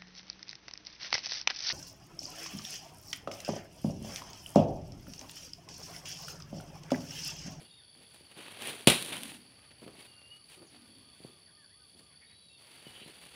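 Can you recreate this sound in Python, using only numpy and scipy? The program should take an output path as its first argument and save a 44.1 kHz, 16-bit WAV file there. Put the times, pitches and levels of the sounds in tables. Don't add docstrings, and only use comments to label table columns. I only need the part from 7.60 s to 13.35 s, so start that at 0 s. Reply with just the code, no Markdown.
import sys
import numpy as np
from scipy import signal
from scipy.io import wavfile
from scipy.ndimage import uniform_filter1d

SR = 44100
rng = np.random.default_rng(int(sys.argv[2]) if len(sys.argv) > 2 else 0)


def pcm_store(signal):
    levels = np.round(np.clip(np.atleast_2d(signal), -1, 1) * 32767)
    wavfile.write(sys.argv[1], SR, levels.astype(np.int16).T)


N = 253794
T = np.arange(N) / SR


def amp(db):
    return 10 ** (np.asarray(db) / 20)


def evened(x):
    return x / np.sqrt(np.mean(x ** 2) + 1e-20)


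def add(mix, start_s, sound):
    part = mix[max(round(start_s * SR), 0):][:len(sound)]
    part += sound[:len(part)]


def drift(per_s):
    return evened(np.interp(T * per_s, np.arange(N), rng.standard_normal(N)))


def held(start_s, end_s, attack_s, release_s):
    rise = 1 - np.exp(-np.maximum(T - start_s, 0) / attack_s)
    return rise * np.exp(-np.maximum(T - end_s, 0) / release_s)


def dying(start_s, decay_s):
    return (T >= start_s) * np.exp(-abs(T - start_s) / decay_s)


def click(spectrum, size=4096):
    hz, db = np.transpose(spectrum)
    bin_hz = abs(np.fft.fftfreq(size, 1 / SR))
    bin_db = np.interp(np.log(bin_hz + 1), np.log(hz), db)
    log_gain = np.log(amp(bin_db))
    taps = np.fft.ifft(np.exp(np.conj(signal.hilbert(log_gain)))).real[:size // 2]
    return taps / np.linalg.norm(taps)


def coloured(x, spectrum):
    return signal.oaconvolve(x, click(spectrum))[:N]


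def grains(per_s, spread_db):
    size = amp(spread_db * np.minimum(rng.exponential(1, N), 4))
    hits = rng.random(N) < per_s / SR
    return evened(size * rng.choice([-1, 1], N) * hits)


def band(hz, pole_width_hz):
    r = np.exp(-np.pi * pole_width_hz / SR)
    noise = rng.standard_normal(N) + 1j * rng.standard_normal(N)
    slow = signal.lfilter([1], [1, -2 * r, r * r], noise)
    carrier = np.exp(2j * np.pi * np.cumsum(hz * np.ones(N)) / SR)
    return evened((slow * carrier).real)


# frequency in Hz, relative density in dB.
AIR_SPECTRUM = [(25, -26.5), (45, -14), (70, 2), (140, 2), (300, -6.5), (700, -10.5), (1400, -17),
                (2200, -13), (3000, -10.5), (3950, -22), (5400, -21), (6600, -26), (8000, -46.5),
                (15500, -37.5)]


def air():
    level_db = -66.5 + 0.94 * drift(per_s=2.9)
    return amp(level_db) * coloured(rng.standard_normal(N), AIR_SPECTRUM)


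# pitch in Hz, pole width in Hz, level before pulsing in dB.
STEADY_INSECTS = [(4538, 300, -64), (9985, 810, -66.5), (5300, 410, -82), (6300, 320, -93)]
# start in s, end in s, level before throbbing in dB.
CRICKET_BOUTS = [(0, .45, -67.5), (3.257, 3.7, -68.5), (3.8, 5.75, -71)]
CHIRP_STARTS_S = [.08, .46, 3.54, 3.98, 4.37, 4.82]
SYLLABLES_PER_S, BUZZES_PER_S = 21.5, 102.6
BOUT_ATTACK_S, BOUT_RELEASE_S, CRICKET_REST_DB = 0.013, 0.28, -78.5


def insects():
    syllable = (SYLLABLES_PER_S * T + 0.059 * drift(per_s=6)) % 1
    sag = .5 - syllable
    throb = 1 + .24 * np.sin(2 * np.pi * syllable)
    strokes = 1 + .45 * np.sin(6 * np.pi * syllable)
    rattle = 1 + .25 * np.sin(2 * np.pi * BUZZES_PER_S * T)
    glides_hz = [130 * sag, 0, 0, 0]
    trill, buzz, *shimmers = [amp(db) * band(hz + glide_hz, width_hz)
                              for (hz, width_hz, db), glide_hz in zip(STEADY_INSECTS, glides_hz)]
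    bouts = [amp(db) * held(start_s, end_s, BOUT_ATTACK_S, BOUT_RELEASE_S)
             for start_s, end_s, db in CRICKET_BOUTS]
    singing = np.maximum(np.max(bouts, axis=0), amp(CRICKET_REST_DB))
    cricket = band(3400 + 90 * sag, pole_width_hz=330) * singing
    chirping = sum(np.exp(-((T - s - .06) / .055) ** 4) for s in CHIRP_STARTS_S)
    chirps = amp(-83.5) * chirping * band(hz=7220, pole_width_hz=110)
    return (trill * strokes + cricket) * throb + buzz * rattle + sum(shimmers) + chirps


NOTE_FADE_S = .025


def whistle(length_s, start_hz, middle_hz, end_hz, db, haste=1):
    along = np.linspace(0, 1, round(length_s * SR))
    bend = np.polyfit([0, .5, 1], [start_hz, middle_hz, end_hz], 2)
    hz = np.polyval(bend, along ** haste)
    waver = 1 + 0.07 * uniform_filter1d(rng.standard_normal(N), size=200)[:len(along)]
    phase = 2 * np.pi * np.cumsum(hz * waver) / SR
    fades = signal.windows.tukey(len(along), NOTE_FADE_S / length_s)
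    return np.sqrt(2) * amp(db) * np.sin(phase) * fades


# start in s, length in s, start pitch in Hz, middle pitch in Hz, end pitch in Hz, relative level in dB.
BIRD_WHISTLES = [(0, .16, 2940, 2817, 2790, -74.5), (0.073, 0.037, 3900, 3850, 3640, -72),
                 (0.108, .11, 3670, 3705, 3570, -65), (.17, 0.049, 2330, 1920, 1500, -74),
                 (2.46, 0.16, 2850, 2810, 2800, -68), (2.615, .1, 2775, 2795, 2860, -64),
                 (2.706, 0.033, 2865, 2900, 2900, -52.5), (2.739, .08, 2925, 2915, 2880, -74),
                 (3.053, .095, 7700, 4900, 3560, -72), (3.86, 0.05, 2080, 1730, 1440, -71.5),
                 (3.968, .095, 1780, 1750, 1385, -71), (4.09, .055, 1480, 1860, 2110, -73.5),
                 (4.662, 0.33, 3725, 3924, 3540, -68.5), (4.89, .08, 2660, 2725, 2726, -68),
                 (5.247, 0.066, 3090, 2950, 2940, -59.5), (5.39, 0.13, 3700, 4050, 4480, -67)]
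# centre in s, pitch in Hz, relative level in dB.
BIRD_CHATTER = [(.5, 2100, -89), (4.53, 2160, -69.5), (4.63, 2106, -65), (4.715, 2125, -64.5),
                (5.36, 3030, -56), (5.42, 2880, -54.5)]
HOOT_STARTS_S = [1.96, 2.208, 2.496, 2.707, 2.935, 3.165, 3.396, 3.65, 3.894, 4.135, 4.395]
PIP_STARTS_S = [0.209, .5, 2.554, 3.22, 3.545, 3.87, 4.191, 4.52]
# length in s, start, middle and end pitch in Hz, relative level in dB.
HOOT_NOTE = (.15, 880, 1255, 1085, -78)
PIP_NOTE = (0.05, 1491, 1482, 1467.5, -77)
HOOT_HASTE, HOOT_SAG_PER_S = .62, .015


def birds():
    out = np.zeros(N)
    for start_s, *note in BIRD_WHISTLES:
        add(out, start_s, whistle(*note))
    series = [(HOOT_STARTS_S, HOOT_NOTE, HOOT_HASTE, HOOT_SAG_PER_S), (PIP_STARTS_S, PIP_NOTE, 1, 0)]
    for starts_s, (length_s, *bend_hz, db), haste, sag_per_s in series:
        for start_s in starts_s:
            vary_length, vary_pitch, vary_level = rng.standard_normal(3)
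            sag = sag_per_s * (start_s - starts_s[0])
            hz = np.array(bend_hz) * (1 + .008 * vary_pitch - sag)
            varied_s = length_s * np.exp(0.068 * vary_length)
            add(out, start_s, whistle(varied_s, *hz, db + 0.37 * vary_level, haste))
    for centre_s, hz, db in BIRD_CHATTER:
        out += amp(db) * band(hz, pole_width_hz=740) * np.exp(-((T - centre_s) / 0.02) ** 2)
    return out


# frequency in Hz, relative density in dB.
CRACKLE_SPECTRUM = [(150, -29), (1200, -16.5), (2600, 1), (4000, 1.5), (5200, -9), (7000, -10), (8500, -5),
                    (9600, 4.5), (11500, -9), (15500, -14)]
SWISH_SPECTRUM = [(50, -24.5), (130, -2.5), (450, -0.5), (800, -2), (1300, -5.5), (2400, -1), (3200, 0),
                  (4100, -8), (5200, -18.5), (9000, -33.5)]
# start in s, end in s, relative crackle in dB, relative swish in dB, growth in dB per s.
LEAF_RUSTLES = [(0.337, .77, -76.5, -73, 4), (0.742, 1.15, -63.5, -55, -1),
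                (1.278, 1.739, -46.5, -47.5, -23.5), (1.785, 2.75, -79.5, -71, -1),
                (2.992, 3.8, -76, -72.5, -4.5), (4.973, 5.75, -70, -65.5, 4.5)]
# peak in s, relative crackle in dB, relative swish in dB, fade in s.
LEAF_BRUSHES = [(.01, -67.5, -65, 0.066), (.548, -62.5, -61.5, 0.018), (.72, -70, -63.5, .02),
                (1.025, -54, -48.5, 0.03), (1.089, -49, -46.5, 0.085), (1.53, -61, -45.5, .05),
                (2.04, -81.5, -65.5, .018), (2.115, -86, -62, .014), (2.24, -70.5, -70, .06),
                (2.405, -63, -58.5, 0.067), (2.76, -68, -70, .016), (2.922, -61, -61.5, 0.05),
                (3.145, -74.5, -62.5, .03), (3.56, -74.5, -79, .03), (3.64, -70, -69.5, 0.056),
                (4.055, -83, -85, .015), (4.28, -75, -86, .06), (4.395, -67.5, -70, .025),
                (5.36, -67, -60.5, 0.14)]
RUSTLE_ATTACK_S, RUSTLE_RELEASE_S = .025, .045
BRUSH_RISE = .7


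def foliage():
    power = np.zeros((2, N))
    for start_s, end_s, crisp_db, swish_db, growth_db_per_s in LEAF_RUSTLES:
        growth = amp(growth_db_per_s * np.clip(T - start_s, 0, end_s - start_s))
        motion = held(start_s, end_s, RUSTLE_ATTACK_S, RUSTLE_RELEASE_S) * growth
        power += np.outer(amp([crisp_db, swish_db]), motion) ** 2
    for peak_s, crisp_db, swish_db, fade_s in LEAF_BRUSHES:
        motion = np.exp(-abs(T - peak_s) / np.where(T < peak_s, BRUSH_RISE * fade_s, fade_s))
        power += np.outer(amp([crisp_db, swish_db]), motion) ** 2
    crisp_level, swish_level = np.sqrt(power)
    clumps_db = 1.9 * drift(per_s=110)
    ticks = grains(per_s=7800, spread_db=0.0) + amp(-6.5) * grains(per_s=260, spread_db=5.0)
    crisp = ticks * crisp_level * amp(clumps_db + 5.5)
    swish = grains(per_s=2500, spread_db=1.5) * swish_level * amp(clumps_db + 3.5)
    return coloured(crisp, CRACKLE_SPECTRUM) + coloured(swish, SWISH_SPECTRUM)


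# frequency in Hz, relative density in dB.
THUD_SPECTRUM = [(25, -56.5), (45, -36), (62, -6), (95, -11.5), (130, 3), (260, 0.5), (380, -1),
                 (620, -6.5), (1000, -15), (1800, -40), (5000, -64.5)]


def thud():
    push = click(THUD_SPECTRUM)
    return push / abs(push).max()


# frequency in Hz, relative density in dB.
CRUMBLE_SPECTRUM = [(30, -43), (70, -11.5), (130, -5.5), (250, 1), (420, 0.5), (700, -11), (1200, -17),
                    (2500, -26), (6000, -44.5)]
# sole landing in s, relative thud in dB, relative crumble in dB, heel relative to sole in dB.
BOOT_STEPS = [(.01, -60, -57.5, -9), (0.408, -56, -64, 3), (0.609, -47.5, -67, -10),
              (0.768, -45, -53.5, -18), (2.264, -39, -48, -3), (2.385, -47.5, -61.5, -4),
              (3.014, -54, -54, -0.5), (3.648, -34, -52.5, -10), (4.395, -50, -63, -3),
              (5.267, -38.5, -56, -16), (5.461, -41, -57, -3)]
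# time in s, relative thud in dB, relative crumble in dB.
STALK_BUMPS = [(1.019, -40, -51.5), (1.087, -51, -53.5), (1.41, -57, -58), (1.519, -33, -63)]
# start in s, end in s, level in dB.
HOLLOW_RUBS = [(1.493, 1.71, -53), (3.098, 3.39, -64)]
HEEL_LEAD_S = .045
CRUMBLE_ATTACK_S, STEP_DECAY_S, BUMP_DECAY_S = .006, 0.032, .07
RUB_ATTACK_S, RUB_RELEASE_S = 0.015, 0.1


def knocks():
    out, crumble = np.zeros(N), np.zeros(N)
    cushion = signal.windows.hann(48)
    soft = np.convolve(thud(), cushion / cushion.sum())
    contacts = [(*bump, BUMP_DECAY_S) for bump in STALK_BUMPS]
    for sole_s, thud_db, crumble_db, heel_db in BOOT_STEPS:
        contacts.append((sole_s - HEEL_LEAD_S, thud_db + heel_db, crumble_db + heel_db, STEP_DECAY_S))
        contacts.append((sole_s, thud_db, crumble_db, STEP_DECAY_S))
    for start_s, thud_db, crumble_db, decay_s in contacts:
        add(out, start_s, amp(thud_db - 1.0) * soft)
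        crumble += amp(crumble_db) * held(start_s, start_s + CRUMBLE_ATTACK_S, CRUMBLE_ATTACK_S, decay_s)
    soil = coloured(crumble * grains(per_s=540, spread_db=2.0), CRUMBLE_SPECTRUM)
    rub_level = sum(amp(db) * held(start_s, end_s, RUB_ATTACK_S, RUB_RELEASE_S)
                    for start_s, end_s, db in HOLLOW_RUBS)
    return out + soil + band(hz=255, pole_width_hz=117) * rub_level


# time in s, relative level in dB, brightness from 0 to 1.
LEAFLET_SNAPS = [(0.3515, -42, 0.55), (0.545, -38, 0.66), (0.8826, -29, 0.4), (1.022, -20, 0.68),
                 (1.073, -18.5, 0.77), (1.4255, -18.5, 1), (1.449, -24, 0.9), (1.634, -20, 1),
                 (1.719, -31, 0.4), (1.915, -53, 0.94), (2.2794, -34.5, 0.43), (2.617, -44.5, 0.06),
                 (2.92, -45, 0.57), (3.147, -45.5, 0), (5.6635, -42.5, 0.1)]


def snaps():
    crisp, dull = np.zeros(N), np.zeros(N)
    t = np.arange(SR // 25) / SR
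    splinter_level = 0.14 * np.exp(-t / 0.0018) + 0.032 * np.exp(-t / 0.0082)
    for start_s, db, brightness in LEAFLET_SNAPS:
        splinters = splinter_level * rng.standard_normal(len(t))
        crack = amp(db) * (1.8 * (t == 0) + splinters)
        share = np.clip(brightness, 0, 1)
        add(crisp, start_s, share * crack)
        add(dull, start_s, (1 - share) * crack)
    return coloured(crisp, CRACKLE_SPECTRUM) + amp(4.5) * coloured(dull, SWISH_SPECTRUM)


# frequency in Hz, relative density in dB.
SLAP_SPECTRUM = [(100, -21), (500, -4), (1100, -6.5), (1700, -6.5), (2400, 0.5), (3900, 1.5), (5000, -10.5),
                 (6500, -15), (8500, -9.5), (9600, -1.5), (11200, -14), (15500, -20.5)]
# time in s, thud in dB, relative slap in dB, slap decay in s.
HEAP_BLOWS = [(1.2722, -4.5, -10, 0.0071), (1.2811, -15, -23.5, 0.038), (1.2993, -26.5, -17.5, 0.0068),
              (1.317, -25, -32.5, 0.044)]
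# frequency in Hz, relative level in dB, 60 dB decay time in s.
HEAP_MODES = [(121, -4, 0.18), (180, -6, 0.14), (260, 1.5, 0.24), (358, 2, 0.244), (486, -9, 0.2),
              (584, -0.5, .2), (678, -9.5, 0.12), (886, -9.5, 0.22)]
RING_LAG_S, THUD_LAG_S = 0.001, .0018


def crash():
    t = np.arange(SR // 2) / SR
    ring = sum(amp(db - 60 * t / t60_s) * np.sin(2 * np.pi * hz * t) for hz, db, t60_s in HEAP_MODES)
    out, slap = np.zeros(N), np.zeros(N)
    for start_s, thud_db, slap_db, decay_s in HEAP_BLOWS:
        add(out, start_s + THUD_LAG_S, amp(thud_db) * thud())
        add(out, start_s + RING_LAG_S, amp(thud_db - 28.5) * ring)
        slap += amp(slap_db) * dying(start_s, decay_s)
    return out + coloured(slap * grains(per_s=9800, spread_db=2.5), SLAP_SPECTRUM)


def grove(x, t60_s):
    taps = (grains(per_s=3300, spread_db=3.5) * amp(-60 * T / t60_s) * (T > .012))[:SR]
    return signal.fftconvolve(x, taps / np.linalg.norm(taps))[:N]


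def scene():
    near = foliage() + crash() + snaps() + knocks()
    far = birds()
    near_mix = near + amp(-17.5) * grove(near, t60_s=.6)
    far_mix = amp(1.5) * far + amp(-3) * grove(far, t60_s=0.18)
    return (near_mix + far_mix + insects() + air())[None]


def record(dry):
    ceiling, bass_cut_hz, edge_hz = .85, 42, 15650
    rounded = ceiling * np.tanh(dry / ceiling)
    lean = signal.sosfilt(signal.butter(2, bass_cut_hz, "highpass", fs=SR, output="sos"), rounded)
    lowpass = signal.firwin(511, edge_hz, window=("kaiser", 9), fs=SR)
    return signal.oaconvolve(lean, lowpass[None], "same")


dry = scene()
out = record(dry)
pcm_store(out)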